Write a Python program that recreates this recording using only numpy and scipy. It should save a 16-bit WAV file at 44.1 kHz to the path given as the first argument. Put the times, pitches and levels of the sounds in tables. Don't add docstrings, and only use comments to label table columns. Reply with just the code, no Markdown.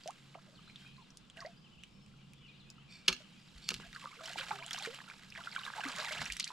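import sys
import numpy as np
from scipy import signal
from scipy.fft import rfft, irfft, next_fast_len
from scipy.io import wavfile
from scipy.ndimage import uniform_filter1d

SR = 44100
rng = np.random.default_rng(int(sys.argv[2]) if len(sys.argv) > 2 else 0)


def materialize(psi):
    bounded = np.clip(np.atleast_2d(psi).T, -1, 1)
    quanta = np.round(bounded * 32767).astype(np.int16)
    wavfile.write(sys.argv[1], SR, quanta)


N = 287532

# (time [s], level [dB])
CHORUS_LEVEL = [(0.0, -71.5), (0.5, -82), (0.78, -66.5), (1.07, -74), (2.1, -73.5), (2.45, -69),
                (3.2, -70.5), (3.56, -72.5), (3.84, -65), (4.0, -72)]
WOBBLE_DB, WOBBLE_OCTAVES = 2, .04


def gain_of(db):
    return 10 ** (np.asarray(db) / 20)


def evened(x):
    return x / np.sqrt(np.mean(x ** 2) + 1e-20)


def read(points, hz):
    f, value = np.transpose(points)
    return np.interp(np.log(hz + 1), np.log(f + 1), value)


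def along(rows):
    s, *columns = np.transpose(rows)
    return [np.interp(np.arange(N) / SR, s, c) for c in columns]


def add(mix, s, sound):
    part = mix[round(s * SR):][:len(sound)]
    part += sound[:len(part)]


def colour(x, db_of):
    hz = np.fft.rfftfreq(x.shape[-1], 1 / SR)
    return irfft(rfft(x) * gain_of(db_of(hz)), x.shape[-1])


def band(x, hz, width):
    return signal.lfilter(*signal.iirpeak(hz, hz / width, SR), x)


def smooth_twice(x, size):
    return uniform_filter1d(uniform_filter1d(x, size=size), size=size)


def bubble(hz, t60, glide, rise_s=.0006):
    t = np.arange(0, t60 + .001, 1 / SR)
    pitch = np.minimum(hz * 2 ** (glide * t / (t60 / 3)), SR * .4)
    tone = np.sin(2 * np.pi * np.cumsum(pitch) / SR)
    return tone * gain_of(-60 * t / t60) * (1 - np.exp(-t / rise_s))


def echoes(x, t60, wet_db):
    t = np.arange(round(.4 * SR)) / SR
    sparse = rng.random((2, len(t))) < .05
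    taps = rng.standard_normal((2, len(t))) * sparse * gain_of(-60 * t / t60) * (t > .002)
    taps /= np.linalg.norm(taps, axis=1, keepdims=True)
    mono = np.atleast_2d(x).mean(0)[None]
    return x + gain_of(wet_db) * signal.fftconvolve(mono, taps, axes=1)[:, :N]


def gulps():
    # (start [s], level before fade and shake [dB], first pitch [Hz], length [s], glide [octaves],
    #  fade, negative swells [dB])
    pockets = [(0.059, -41, 608, 0.054, 1.24, 2.5), (0.354, -37.5, 660, 0.0094, 1.5, 29),
               (0.372, -56, 650, 0.016, .1, 3), (.465, -64, 600, 0.04, -0.1, 0),
               (.525, -65, 600, .03, 0.1, 3), (0.981, -58, 1045, 0.052, -.3, 6),
               (1.372, -57, 650, 0.034, 0.15, 2), (1.412, -61, 680, .03, .1, 0),
               (1.448, -40, 590, 0.03, 0.45, 7), (1.48, -57, 700, .04, -.15, 9),
               (3.204, -56, 618, 0.04, -0.2, 20), (3.945, -58, 1300, .05, -.5, 0),
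               (4.043, -54, 530, 0.02, .1, 14), (4.17, -62, 440, .04, .5, -3),
               (4.208, -50, 640, 0.085, 0.1, 8), (3.845, -60, 680, .03, .1, 2), (4.3, -47, 724, .012, 0, 8),
               (4.425, -53, 1020, .015, 0, 4), (4.587, -50, 1250, .012, -.1, 6),
               (4.37, -53, 330, 0.025, 0.3, 8), (4.398, -51, 549, 0.02, 0, 4),
               (4.524, -46, 830, 0.055, -.35, 12), (4.526, -59, 397, 0.1, 0.05, 8),
               (4.59, -57, 632, .04, .3, 0), (4.615, -51, 983, .028, .35, 0),
               (4.645, -60, 663, .042, .7, -5), (4.805, -50, 760, .022, .5, 0),
               (4.822, -58, 600, .028, .15, 0), (4.873, -39, 470, 0.082, 0.45, 28),
               (5.377, -56, 652, .03, .15, 3), (5.892, -48, 955, 0.053, 0.1, 6),
               (5.988, -43, 620, 0.036, -.05, 3), (6.108, -44, 625, 0.032, -0.1, 2),
               (6.3194, -44, 2370, 0.005, 3, -13), (6.3658, -44.5, 1530, 0.0028, 1.7, -13),
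               (6.4406, -39, 2900, 0.0047, 2.06, -11), (6.3987, -41, 1947, 0.01, 2, -15.5),
               (6.301, -46, 1676, .018, 2, 1), (6.392, -52.5, 1294, 0.0098, -1.5, 2),
               (6.504, -40.5, 990, 0.032, 0.5, 14)]
    out = np.zeros(N)
    shake = evened(smooth_twice(rng.standard_normal((len(pockets), 2, 6000)), 150))
    for (s, db, hz, length, glide, fade_db), (loud, wobble) in zip(pockets, shake):
        u = np.arange(0, 1, 1 / (length * SR))
        pitch = hz * 2 ** (glide * u ** 2.49 + WOBBLE_OCTAVES * wobble[:len(u)])
        edges = np.minimum(1, u * length / 0.00069) * np.minimum(1, (1 - u) / 0.2)
        level = gain_of(db - fade_db * u + WOBBLE_DB * loud[:len(u)])
        add(out, s, level * np.sin(2 * np.pi * np.cumsum(pitch) / SR) * edges)
    return out


def plops():
    # (start [s], peak before the shake [dB], pitch at 1.5 swells [Hz], swell, at least 0.0004 [s],
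    #  glide over four swells [octaves])
    pinches = [(0.349, -53, 2750, 0.0018, -0.18), (0.3491, -49, 1100, 0.0014, 0.62),
               (0.382, -58, 1120, 0.0044, 0.94), (0.388, -52, 1291.0, 0.0023, 0.31),
               (0.59, -58, 1270, 0.0026, -0.47), (0.675, -55, 1370, 0.0023, 0.44),
               (0.847, -57, 1570, 0.002, 0.49), (1.3648, -54, 1560, 0.0014, -0.22),
               (1.3751, -49.5, 1863.0, 0.0022, -0.1), (1.3895, -47, 1560, 0.0023, -0.07),
               (1.409, -48, 1880, 0.0022, -0.29), (1.421, -48, 1800, 0.0015, 1.2),
               (1.4162, -47, 1120, 0.0073, -0.35), (1.4505, -45.5, 1894.0, 0.002, 0.42),
               (1.4675, -54, 2100, 0.0028, 0.38), (2.138, -62, 1390, 0.0022, -0.31),
               (2.781, -58, 1320, 0.0022, 0), (3.797, -54, 980, 0.0031, -0.35),
               (3.811, -59, 2020, 0.005, -0.1), (3.833, -52, 1560, 0.003, 0.45),
               (3.853, -55, 2490, 0.0014, 0.2), (3.929, -47.5, 1900, 0.0015, 0.94),
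               (3.935, -54, 1490, 0.0015, 0.4), (3.9519, -47, 1390, 0.0017, -0.3),
               (3.9613, -40.6, 1500, 0.0014, -0.42), (4.02, -52, 1116, 0.0053, -0.42),
               (4.04, -42, 1015, 0.0027, -0.2), (4.0566, -34.5, 1180, 0.0011, -0.43),
               (4.07, -44.5, 1173, 0.0039, -0.017), (4.105, -56, 1050, 0.0073, 0.12),
               (4.1159, -51.5, 2220, 0.0022, 0.17), (4.1251, -52, 1240, 0.004, -0.49),
               (4.138, -55, 2800, 0.0013, -0.094), (4.157, -57, 1350, 0.0015, -0.42),
               (4.166, -55, 2230, 0.003, -0.24), (4.192, -49.5, 1360, 0.0036, -0.36),
               (4.2048, -48.5, 1280, 0.0056, 0.56), (4.26, -41.5, 5600, 0.00072, -0.55),
               (4.2783, -48, 1593.0, 0.0016, -0.2), (4.3576, -36.5, 784, 0.0012, 0.27),
               (4.3723, -45, 2370, 0.0059, 0.21), (4.384, -36, 1520, 0.002, 0.58),
               (4.3964, -40, 1890, 0.00086, -0.63), (4.401, -39, 4412.0, 0.0008, 0.53),
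               (4.4093, -34, 3770, 0.00069, 0.62), (4.4104, -36, 1500, 0.0016, -0.091),
               (4.415, -40, 2560, 0.0014, 0.43), (4.5085, -31, 852, 0.0033, 0.14),
               (4.513, -30, 1320, 0.00086, 0.49), (4.5176, -40.5, 3800, 0.00084, -0.31),
               (4.5263, -43.8, 1240, 0.0044, 0.6), (4.603, -44, 3050, 0.0014, -0.078),
               (4.6245, -41, 2260, 0.0015, 0.35), (4.6437, -46, 2927.0, 0.0012, 0.031),
               (4.6634, -42, 3371.0, 0.00075, -0.25), (4.7096, -49, 1330, 0.0033, 0.04),
               (4.7117, -34, 1820, 0.00068, -0.43), (4.7443, -42.5, 756, 0.0022, -0.25),
               (4.7626, -44, 1419.0, 0.0011, -0.74), (4.7786, -46.5, 1266, 0.0049, 1.1),
               (4.7785, -42.5, 3859.0, 0.0017, 0.67), (4.7987, -39, 2497.0, 0.00088, -0.16),
               (4.8346, -38, 4340, 0.0011, -0.26), (4.872, -43, 2210, 0.0012, -0.12),
               (4.9874, -42.5, 1260, 0.0012, 1.6), (5.0037, -41, 1720, 0.00072, -0.041),
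               (5.0146, -50, 1060, 0.0017, 0.29), (5.078, -49.5, 1430, 0.0029, -0.12),
               (5.111, -46.5, 1526, 0.0028, 0.9), (5.3512, -41.5, 2160, 0.001, 0.49),
               (5.3593, -42, 1710, 0.0011, 0.71), (5.3685, -48.5, 3300, 0.0024, 0.16),
               (5.3746, -44, 1770, 0.0022, -0.54), (5.3887, -47.5, 1020, 0.0041, -0.3),
               (5.4063, -43.5, 1430, 0.0032, -0.46), (5.472, -36, 1380, 0.0022, 0.035),
               (5.5142, -47, 4600, 0.0015, -0.039), (5.5233, -45, 2250, 0.0024, -0.15),
               (5.5258, -44, 4170, 0.0015, -0.22), (5.5491, -41, 2030, 0.0011, 0.31),
               (5.5622, -27, 1470, 0.0012, 0.025), (5.5702, -42, 2290, 0.0028, -0.0024),
               (5.58, -40.5, 1106, 0.0029, -0.11), (5.5912, -45, 3574.0, 0.00089, 0.0),
               (5.5924, -48, 1364, 0.0091, -0.86), (5.6347, -38, 2930, 0.001, 0.13),
               (5.664, -40, 1162.0, 0.0011, -0.2), (5.6744, -44, 1057, 0.0042, 0.65),
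               (5.675, -41, 1610, 0.005, 0.0), (5.702, -36.5, 1330.0, 0.0006, -1.1),
               (5.7016, -47, 1000, 0.00072, -1), (5.737, -36.5, 1480, 0.00095, 0.95),
               (5.7804, -38, 890, 0.0032, -0.14), (5.7946, -32.0, 870, 0.0014, -0.77),
               (5.8093, -45, 1080, 0.0018, -0.5), (5.8102, -40, 1660, 0.0023, -0.25),
               (5.8338, -43.5, 2570, 0.0041, 0.43), (5.8359, -31, 1580, 0.0012, 0.0),
               (5.853, -40.5, 283, 0.0087, -0.18), (5.8589, -41.5, 1250, 0.0058, 0.7),
               (5.8655, -36.5, 2267.0, 0.00061, 0.4), (5.879, -43.5, 1290, 0.0041, 0.7),
               (5.8817, -43, 1580, 0.002, 0.051), (5.8927, -43.5, 1206, 0.0026, 0.17),
               (5.9302, -49, 1430, 0.00059, 0.7), (5.9802, -39, 1700, 0.0012, -0.5),
               (5.99, -41.5, 1246, 0.002, -0.77), (5.9937, -52, 3971.0, 0.0026, 0.24),
               (5.996, -44, 4440, 0.0023, 1.1), (6.0011, -38, 1862.0, 0.00082, 1.5),
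               (6.0044, -54, 4140, 0.0053, 0.44), (6.0133, -36, 3760, 0.00071, 0.77),
               (6.021, -44, 1045, 0.0037, -1.1), (6.0373, -43, 1160, 0.0013, 0.0),
               (6.0488, -41, 930, 0.0013, 1), (6.0527, -36, 2080, 0.0013, -0.21),
               (6.0629, -35, 3500, 0.00069, -0.0015), (6.0703, -42.5, 1851.0, 0.0027, 0.066),
               (6.0718, -44, 860, 0.0032, 0.65), (6.1055, -53, 1033.0, 0.0033, 0.88),
               (6.109, -38, 2160, 0.0034, 0.25), (6.12, -50, 1180, 0.0036, 0.56),
               (6.1225, -36, 1730, 0.00056, 0.59), (6.128, -35, 3180, 0.0012, 1.5),
               (6.13, -51, 5060, 0.002, 0.17), (6.1356, -40, 3080, 0.0014, 0.82),
               (6.136, -42, 2680, 0.0019, 0.86), (6.1685, -40.5, 2660, 0.0056, 1.05),
               (6.1927, -37.5, 1774.0, 0.0015, -0.29), (6.2039, -47, 2000, 0.0077, -0.022),
               (6.2099, -42, 5150, 0.0008, -0.62), (6.2117, -53, 1670, 0.0014, 1.3),
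               (6.2124, -42, 3270, 0.0024, 0.88), (6.225, -39, 4560, 0.00069, 0.81),
               (6.258, -41, 1970, 0.0012, 0.77), (6.2682, -46, 1820, 0.0021, 0.78),
               (6.3016, -34, 1850, 0.0007, -0.095), (6.469, -40.7, 1720, 0.00052, 0.33),
               (6.4734, -41, 2390, 0.0011, 0.66)]
    out = np.zeros(N)
    shake = evened(smooth_twice(rng.standard_normal((len(pinches), 2, 6000)), 60))
    for (s, db, hz, swell, glide), (loud, wobble) in zip(pinches, shake):
        u = np.arange(0, 8, 1 / (max(swell, .0004) * SR))
        pitch = hz * 2 ** (glide * (u - 1.5) / 4 + WOBBLE_OCTAVES * wobble[:len(u)])
        level = gain_of(db + WOBBLE_DB * loud[:len(u)])
        add(out, s, level * u * np.exp(1 - u) * np.sin(2 * np.pi * np.cumsum(pitch) / SR))
    return out


def drops():
    # (start [s], bubble level [dB], bubble's first pitch [Hz], tick level re bubble [dB])
    strikes = [(0.0363, -46.5, 4500, -10.5), (0.0765, -35.5, 2850, -6), (0.107, -49, 2540, 0.5),
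               (0.3446, -46, 2160, -28), (.698, -47.5, 2120, -28), (0.759, -36.5, 3180, -44),
               (.967, -52, 4000, -23), (1.1046, -48.5, 5170, -28), (1.1721, -48, 4850, 1.5),
               (1.2999, -44, 3060, -11), (1.3716, -41, 2820, -19), (1.405, -37, 4340, -25),
               (1.414, -47, 5450, -17), (1.462, -41.5, 4330, -39), (1.8361, -38.5, 2560, -12),
               (2.063, -57, 2280, -4), (2.3348, -50.5, 2390, -5), (2.702, -42, 4600, -3),
               (3.165, -40.5, 2670, -22), (3.5818, -49, 4360, -11), (3.9294, -45.5, 3500, -8),
               (3.949, -41, 4230, -15), (4.2575, -37, 2850, -12), (4.3333, -37.5, 2840, -10.5),
               (4.3974, -31.5, 3030, -29), (4.5077, -32.5, 2200, -22), (4.664, -46, 3740, 2),
               (4.681, -37.5, 2880, -17), (4.7091, -29, 3200, -11), (4.7316, -33, 5430, 1.5),
               (4.7347, -32, 4070, -17), (4.7464, -31, 2710, -25), (4.7622, -35, 2500, -22),
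               (4.385, -28, 2770, -24), (4.7872, -34, 5450, -10), (4.825, -31.5, 3350, -15),
               (4.8508, -32.5, 1800, -25), (4.8597, -33, 2320, -18), (4.946, -36.5, 2680, -9),
               (5.1, -37.5, 2200, -26), (4.989, -47, 3140, -27.5), (5.235, -46.5, 2000, -13),
               (5.303, -46, 5040, -6), (5.323, -39, 2420, -27), (5.438, -39.5, 3140, -24),
               (5.5629, -33, 3130, -33), (5.651, -33.5, 3560, -32), (5.8065, -30, 2520, -40),
               (5.852, -28.5, 1860, -21), (5.8865, -35.5, 4000, -10), (5.918, -38, 3280, -17),
               (5.9628, -39.5, 3050, -3), (5.985, -31.5, 4100, -10), (6.0007, -33, 4540, -18),
               (6.048, -32, 2400, -8), (6.091, -37, 2630, -25), (6.2067, -31, 2020, -20),
               (6.218, -33, 3870, -24), (6.2558, -35, 5620, -9), (6.2613, -29.5, 2280, -23),
               (6.123, -40, 5550, 0.5), (6.3013, -30, 2270, -22), (6.3228, -32.5, 2820, -7),
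               (6.3345, -41, 4500, -4), (6.3685, -33, 5800, -5.5), (6.3982, -26.5, 4730, -6.5),
               (6.4285, -33, 3900, -17.5), (6.455, -45, 3000, -7), (6.477, -33, 4130, -9.5)]
    longest_t60_s, largest_glide, smack_db = 0.017, 0.61, -4
    out = np.zeros(N)
    noise = rng.standard_normal((len(strikes), 1200))
    ticks = band(noise[:, :300], 6560, 2500) * 7.84 * np.exp(-np.arange(300) / 19.0)
    smacks = band(noise[:, 300:], 4400, 1600) * np.exp(-np.arange(900) / 25.0)
    luck = rng.random((len(strikes), 2))
    for (s, db, hz, tick_db), tick, smack, (ring, climb) in zip(strikes, ticks, smacks, luck):
        trapped = bubble(hz, longest_t60_s * (1 + ring) / 2, largest_glide * climb, 0.000098)
        add(out, s, gain_of(db + smack_db) * smack)
        add(out, s, gain_of(db) * trapped)
        add(out, s, gain_of(db + tick_db) * tick)
    return out


def churn():
    # (time [s], level [dB], large bubbles re level [dB])
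    stir = [(0, -75.5, -12), (.3, -81.5, -6.5), (1, -85, -11), (1.3, -91, 2.5), (2, -89.5, -17),
            (2.9, -89.5, 1), (3.2, -80, -7), (3.45, -82.5, -13), (3.7, -69.5, -9), (3.85, -71.5, -8),
            (3.97, -67.5, -16), (4.15, -70, -5.5), (4.25, -68.5, -6.5), (4.45, -61.5, -1), (4.6, -69.5, 0),
            (4.75, -59.5, -9.5), (4.9, -64, -7), (5.1, -69.5, 0), (5.28, -75, -9.5), (5.42, -66, -1),
            (5.6, -64, -4.5), (5.75, -66, 3.5), (5.95, -59, 3), (6.13, -58, -3), (6.155, -59, 3.5),
            (6.25, -60, -3.5), (6.4, -64, -26), (6.52, -65.5, -5)]
    # (start [s], length [s], gain, negative is calmer [dB])
    surges = [(0.05, 0.098, 4), (0.363, 0.12, -2), (0.784, 0.15, 6.5), (1.352, 0.25, 11.5),
              (4.227, 0.14, 8), (4.365, 0.084, 9.5), (4.481, 0.14, 6.5), (4.72, 0.13, 2), (4.836, 0.047, 5),
              (5.034, 0.02, -2.5), (5.55, 0.018, 7), (5.636, 0.069, 6.5), (5.748, 0.14, 3),
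              (5.954, 0.1, 3.5), (6.035, 0.064, 0.5), (6.077, 0.061, 2.5), (6.202, 0.031, 6.5),
              (6.25, 0.018, 0.5), (6.398, 0.011, 20.5)]
    # (frequency [Hz], gain [dB])
    swarm = [(450, -14.5), (800, 0.2), (1500, 4), (2500, 3), (4000, 7), (6000, 4.5), (9000, -2),
             (14000, -10.5)]
    sizes_hz = [706, 2230, 6000]
    fine_db, fine_follows = -75, 0.93
    slaps_per_s, snap_hz, snap_db = 70., 3800, 13.5
    bubbles_per_s, spread_db = 150.0, 3.0
    hiss_db, gurgle_db = -19.5, -3.0

    level, large = along(stir)
    levels = np.array([level + large, level, fine_db + fine_follows * (level + 69.0)])
    for s, length, db in surges:
        u = (np.arange(N) / SR - s) / length
        levels += db * np.clip(np.minimum(12 * u, 1.3 * (1 - u)), 0, 1)

    slaps = (rng.random(N) < slaps_per_s / SR) * np.minimum(rng.exponential(1, N), 1.6)
    t = np.arange(2000) / SR
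    burst = 2.0 * np.exp(-t / 0.0043) * (1 - np.exp(-t / 0.0011))
    clumps = 0.27 + np.clip((-72 - level) / 8, 0, 2) + signal.oaconvolve(slaps, burst)[:N]
    spray = gain_of(hiss_db) * rng.standard_normal((2, N))
    spray[1] = 3.75 * spray[0] + 2.0 * spray[1]
    spray, clumped = spray.astype(np.float32), evened(clumps ** 0.051)

    size = next_fast_len(N + 6000)
    total = np.zeros((2, size // 2 + 1), complex)
    for k, hz in enumerate(np.geomspace(400, 14000, 44)):
        chance, luck = rng.random(N, np.float32), rng.random(2)
        gurgle = k % 2 and hz < 8000
        rate = bubbles_per_s * np.sqrt(hz / 1000)
        if gurgle:
            cycles, glide = 30 + 40 * luck[0], -0.05 + 0.5 * luck[1]
            rate *= .3
        else:
            cycles, glide = 5 + 14 * luck[0], 0.0055 + 0.723 * luck[1]
        at = np.flatnonzero(chance < rate * clumps / SR)
        big, side = rng.random((len(at), 2)).T
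        loud_db = spread_db * np.minimum(-np.log(big + 1e-9), 4)
        drive = np.zeros((2, N), np.float32)
        drive[:, at] = gain_of(loud_db + np.outer([1, -1], 1.7 * (side - .5)))
        drive = evened(drive)
        if gurgle:
            drive = gain_of(gurgle_db - 6.4 * max(np.log2(hz / 2500), 0)) * drive
        else:
            drive = drive + np.roll(spray, 999 * k, axis=1) * clumped * np.sqrt(hz / 2500)
        shares = [np.interp(np.log(hz), np.log(sizes_hz), row) for row in np.eye(3)]
        drive = np.float32(drive * gain_of(np.float32(shares @ levels + read(swarm, hz))))
        ring = bubble(hz, cycles / hz, glide, 2.0 / hz)
        total += rfft(drive, size) * rfft(np.float32(ring / np.linalg.norm(ring)), size)

    sides = gain_of(np.outer([1, -1], 3 * (rng.random(N) - .5)))
    snaps = slaps ** 2 * gain_of(levels[1] + snap_db) * sides
    total += rfft(snaps, size) * rfft(bubble(snap_hz, 5.8 / snap_hz, -.3, .00003), size)
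    return irfft(total, size)[:, :N]


def knocks():
    # (start [s], level [dB], contact decay [s], tilt about 3 kHz [dB per octave], ring re level [dB],
    #  zip length [s])
    hits = [(3.078, -10.5, .005, 5, -3, .0058), (3.0838, -18.5, .005, 1, 2, .002),
            (3.089, -25, .015, -4, -6, .002), (3.1245, -28.5, .006, 4, 3, .0048),
            (3.6893, -14.5, .0007, 5, -14, .001), (3.7035, -26, .005, 1, -9, .0015),
            (3.7165, -32, .0024, -4, -3, .002), (3.7335, -40, .003, 7, -6, .0015),
            (3.7407, -28, .0015, 5, -9, .0015), (3.7452, -31, .0015, 9, -9, .0015),
            (3.762, -42, .003, 0, -6, .002), (3.799, -43, .004, -6, -3, .002)]
    # (frequency [Hz], gain before tilt [dB], t60 [s])
    metal = [(180, -5.5, 0.21), (244.4, -11, 0.36), (376, -2.5, 0.11), (463, 3.5, 0.054), (1248, 11, 0.049),
             (1690, 2.5, 0.13), (2183, 2, 0.049), (2450, -8, 0.034), (2715, 17, 0.037), (2860, 5.5, 0.052),
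             (3230, -12, 0.037), (4040, -6, 0.039), (4200, 5, 0.064), (4380, 4.5, 0.06), (5080, -1, 0.035),
             (5110, 1, 0.038), (5820, -1, 0.044), (6600, 2.5, 0.045)]
    # (frequency [Hz], gain [dB])
    crack_colour = [(60, -68), (200, 1), (700, 3), (1300, 13.5), (1700, 14.5), (1950, 0), (2300, 20),
                    (2800, 17.5), (4500, 14.5), (7000, 4.5), (10000, -2.5), (15000, -7)]
    zip_base_db, zip_per_tilt = -12, 1.87
    rise_share, delay_share = .8, .5
    out, t = np.zeros(N), np.arange(round(.3 * SR)) / SR
    fade = signal.windows.tukey(2 * len(t), .3)[len(t):]
    for row, noise in zip(hits, rng.standard_normal((len(hits), len(t)))):
        s, db, contact, tilt_db, ring_db, zip_s = row
        rise, delay = rise_share * zip_s, delay_share * zip_s
        zip_gain = gain_of(min(zip_base_db + zip_per_tilt * tilt_db, 0))
        blow = noise * np.where(t < rise, (t / rise) ** 2, np.exp(-(t - rise) / contact))
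        crack = colour(blow, lambda f: read(crack_colour, f) + tilt_db * np.log2(f / 3000 + 0.01))
        modes = np.zeros(len(t))
        for f, mode_db, t60 in metal:
            decay = gain_of(mode_db + tilt_db * np.log2(f / 3000) - 60 * t / t60)
            modes += decay * np.sin(2 * np.pi * f * (t - rise))
        ring = modes * np.minimum(t / rise, 1) ** 2
        u = np.clip((t - delay) / zip_s, 0, 1)
        zip_pitch = 2600 + 4600 * (1 - u) ** 2.13
        zips = np.sin(2 * np.pi * np.cumsum(zip_pitch) / SR) * np.sin(np.pi * u) ** 0.43
        zips = colour(zips, lambda f: read([(600, -26), (1500, 6.5), (2400, -5.5)], f))
        knock = zip_gain * zips
        knock += 0.94 * (1 - 0.33 * zip_gain) * crack / abs(crack).max()
        knock += gain_of(ring_db) * ring / abs(ring).max()
        add(out, s, gain_of(db) * knock * fade)
    return out


def slides():
    # (time [s], level [dB])
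    rubs = [
        [(2.88, -80.5), (2.884, -77), (2.902, -59), (2.958, -55.5), (3.05, -77), (3.07, -49)],
        [(3.62, -61), (3.68, -55), (3.69, -35)],
    ]
    # (frequency [Hz], width [Hz], gain before tilt [dB])
    singing = [(2338, 26, 8.5), (2490, 38, 5), (3580, 52, 2.5), (4380, 43, 6), (4610, 100, 0.5),
               (5400, 50, 0), (7350, 140, -9)]
    tilts = [0, 9]
    out = np.zeros(N)
    for rows, tilt_db in zip(rubs, tilts):
        s, db = np.transpose(rows)
        span = np.arange(s[0], s[-1], 1 / SR)
        noise = rng.standard_normal(len(span))
        roughness = evened(uniform_filter1d(rng.standard_normal(len(span)), size=200))
        grit = noise * gain_of(3.3 * roughness)
        sing = np.zeros(len(span))
        for f, width, band_db in singing:
            sing += gain_of(band_db + tilt_db * np.log2(min(f, 4600) / 4600)) * band(grit, f, width)
        level = gain_of(np.interp(span, s, db))
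        add(out, s[0], level * evened(sing) * signal.windows.tukey(len(span), .1))
    return out


def hull():
    # (start [s], level [dB], nominal pitch, swept from 1.3 to 0.72 times [Hz], length [s])
    thumps = [(1.11, -68, 35.0, 0.098), (1.768, -65.5, 48.4, 0.1), (3.105, -52, 40.4, 0.062),
              (3.553, -51.5, 44, 0.074), (3.702, -45.5, 169, 0.06), (3.746, -51, 32.3, 0.041),
              (3.79, -53, 200, 0.022), (3.87, -53.5, 34, 0.065), (5.945, -53.5, 163, 0.056),
              (6.21, -53, 200, 0.087), (6.293, -49.5, 44.7, 0.1)]
    out = np.zeros(N)
    for s, db, hz, length in thumps:
        u = np.arange(0, 1, 1 / (length * SR))
        swing = np.sin(2 * np.pi * hz * length * u * (1.3 - 0.29 * u))
        add(out, s, gain_of(db) * swing * np.sin(np.pi * u ** 0.41) ** 2)
    return out


def birds():
    # (start [s], length [s], level before flutter [dB], first, middle and last pitch before smoothing [Hz])
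    whistles = [(0.539, 0.078, -64, 5350, 3200, 2100), (0.616, 0.033, -67, 2600, 3430, 3870),
                (0.654, 0.051, -65, 3950, 4020, 4220), (0.769, 0.15, -66.5, 3200, 3230, 3190),
                (0.843, 0.038, -60.5, 2350, 2450, 2620), (.88, 0.1, -73, 2320, 2600, 2400),
                (1.564, 0.042, -67, 4800, 4950, 4960), (1.63, 0.056, -64, 3300, 2980, 2270),
                (1.702, 0.069, -65.5, 2820, 3080, 2300), (1.77, 0.057, -63.5, 2360, 2980, 3570),
                (1.876, 0.21, -77.5, 5480, 5290, 5360), (2.411, 0.078, -62, 2910, 2985, 2380),
                (2.472, 0.06, -61.5, 2300, 2530, 2170), (2.474, 0.051, -66, 4700, 3590, 3080),
                (2.586, 0.055, -64.5, 4900, 3670, 3100), (2.629, 0.11, -70, 2500, 2510, 2740),
                (2.772, .05, -67, 2900, 3000, 3260), (3.37, 0.062, -71.5, 4730, 4910, 4880),
                (3.466, 0.075, -71, 4560, 3220, 2400), (3.535, 0.053, -73, 2300, 3210, 2870)]
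    out = warblers()
    for s, length, db, *hz in whistles:
        pitch = np.interp(np.arange(0, 2, 2 / (length * SR)), range(3), hz)
        pitch = uniform_filter1d(pitch, size=400)
        tone = np.sin(2 * np.pi * np.cumsum(pitch) / SR)
        add(out, s, gain_of(db) * tone * signal.windows.tukey(len(pitch), .6))
    out *= gain_of(2.6 * evened(smooth_twice(rng.standard_normal(N), 350)))
    return echoes(out * gain_of([[1.5], [-1.5]]), 0.56, -1.8)


def warblers(count=9):
    slow = smooth_twice(rng.standard_normal((2, count, N // 64 + 2)), 22)
    wander, effort = (np.repeat(evened(v), 64, axis=1)[:, :N] for v in slow)
    centres = np.geomspace(2350, 3900, count)[:, None]
    hz = centres * 2 ** (0.095 * uniform_filter1d(wander, size=64))
    singing = uniform_filter1d(np.clip(effort - .5, 0, 1), size=200)
    voices = np.sin(2 * np.pi * np.cumsum(hz, axis=1) / SR) * singing
    return gain_of(along(CHORUS_LEVEL)[0] - 6) * evened(voices.sum(0))


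def air():
    # (frequency [Hz], relative density [dB per Hz])
    air_spectrum = [(15, -1.5), (25, -10), (74, -27.5), (145, 1.5), (373, -11), (405, -14.5), (476, -12),
                    (591, -19), (1370, -15.5), (1740, -56), (4740, -23.5), (5430, -29.5), (7920, -40.5),
                    (11300, -50.5), (16000, -57)]
    # (frequency [Hz], left-right likeness [-1 to 1])
    likeness = [(60, 1), (180, 0.83), (550, 0.2), (5000, 0.38)]
    # (frequency [Hz], left minus right [dB])
    air_lean = [(60, 2), (500, -6), (3800, 6), (15000, 37)]
    # (frequency [Hz], width of each of two filter passes [Hz], level [dB])
    hum_bands = [(136, 4.4, -72), (199, 82, -78.5)]
    # (time [s], level [dB])
    wind = [(0, -84), (.6, -72), (1.2, -71.5), (2.2, -68.5), (2.9, -72), (3.45, -76), (3.78, -61),
            (4.1, -81), (4.4, -64.5), (4.8, -90), (5.4, -71), (5.9, -85), (6.2, -60.5), (6.52, -81)]
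    air_db = -65
    puff_swell_db, puff_s = 3, .04

    frames, hz = N // 256 + 5, np.fft.rfftfreq(1024, 1 / SR)
    a, b, c, d, patches = rng.standard_normal((frames, 513, 5)).T
    patches = evened(uniform_filter1d(uniform_filter1d(patches, 10, 0), 10, 1))
    same, left = np.clip(read(likeness, hz), -1, 1)[:, None], a + 1j * b
    right = same * left + np.sqrt(1 - same ** 2) * (c + 1j * d)
    z = np.array([left, right]) * gain_of(np.outer([.5, -.5], read(air_lean, hz)))[:, :, None]

    def patchy(depth_db):
        noise = signal.istft(z * gain_of(depth_db * patches), nperseg=1024, noverlap=768)[1]
        return evened(noise[:, :N])

    wide, lumpy = patchy(0.5), patchy(3.5)
    hiss = gain_of(air_db) * evened(colour(wide, lambda f: read(air_spectrum, f)))
    hum = sum(gain_of(db) * evened(band(band(lumpy, f, w), f, w)) for f, w, db in hum_bands)
    blur = evened(band(band(lumpy, 2800, 1300), 2800, 1300))
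    chorus = gain_of(along(CHORUS_LEVEL)[0]) * blur
    swell = evened(signal.lfilter([1], [1, -np.exp(-1 / (puff_s * SR))], rng.standard_normal(N)))
    rumble_colour = [(15, -40), (40, -7.0), (90, -12.0), (200, -8), (400, -72)]  # (Hz, dB)
    rumble = evened(colour(wide, lambda f: read(rumble_colour, f)))
    puffs = gain_of(along(wind)[0] + puff_swell_db * uniform_filter1d(swell, size=800)) * rumble
    return hiss + hum + chorus + puffs


def scene():
    # (frequency [Hz], left leads by [rad])
    port_phase = [(100, 0.0), (1000, -.2), (3400, -.7), (11000, .1), (14600, 1.1)]
    # (frequency [Hz], left minus right [dB])
    near_lean = [(60, 1), (240, 0), (950, -2.5), (3800, -2), (15000, 1.5)]
    water = echoes(gulps() + plops() + drops(), 0.063, -8.5)
    metal = echoes(knocks() + slides(), 0.3, -16.5)
    near = water + metal + churn()
    hz = np.fft.rfftfreq(N, 1 / SR)
    ports = np.exp(.5j * np.outer([1, -1], read(port_phase, hz)))
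    ports = ports * gain_of(np.outer([.5, -.5], read(near_lean, hz)))
    return irfft(rfft(near) * ports, N) + birds() + air() + hull()


def record(dry):
    # (frequency [Hz], gain [dB])
    mic_response = [(8000, 0.63), (12000, -7), (14000, -11), (15500, -22)]
    edge_hz = 15800
    dull = colour(dry, lambda f: read(mic_response, f))
    low_pass = signal.firwin(511, edge_hz, window=("kaiser", 9), fs=SR)
    return signal.oaconvolve(dull, low_pass[None], "same")


dry = scene()
out = record(dry)
materialize(out)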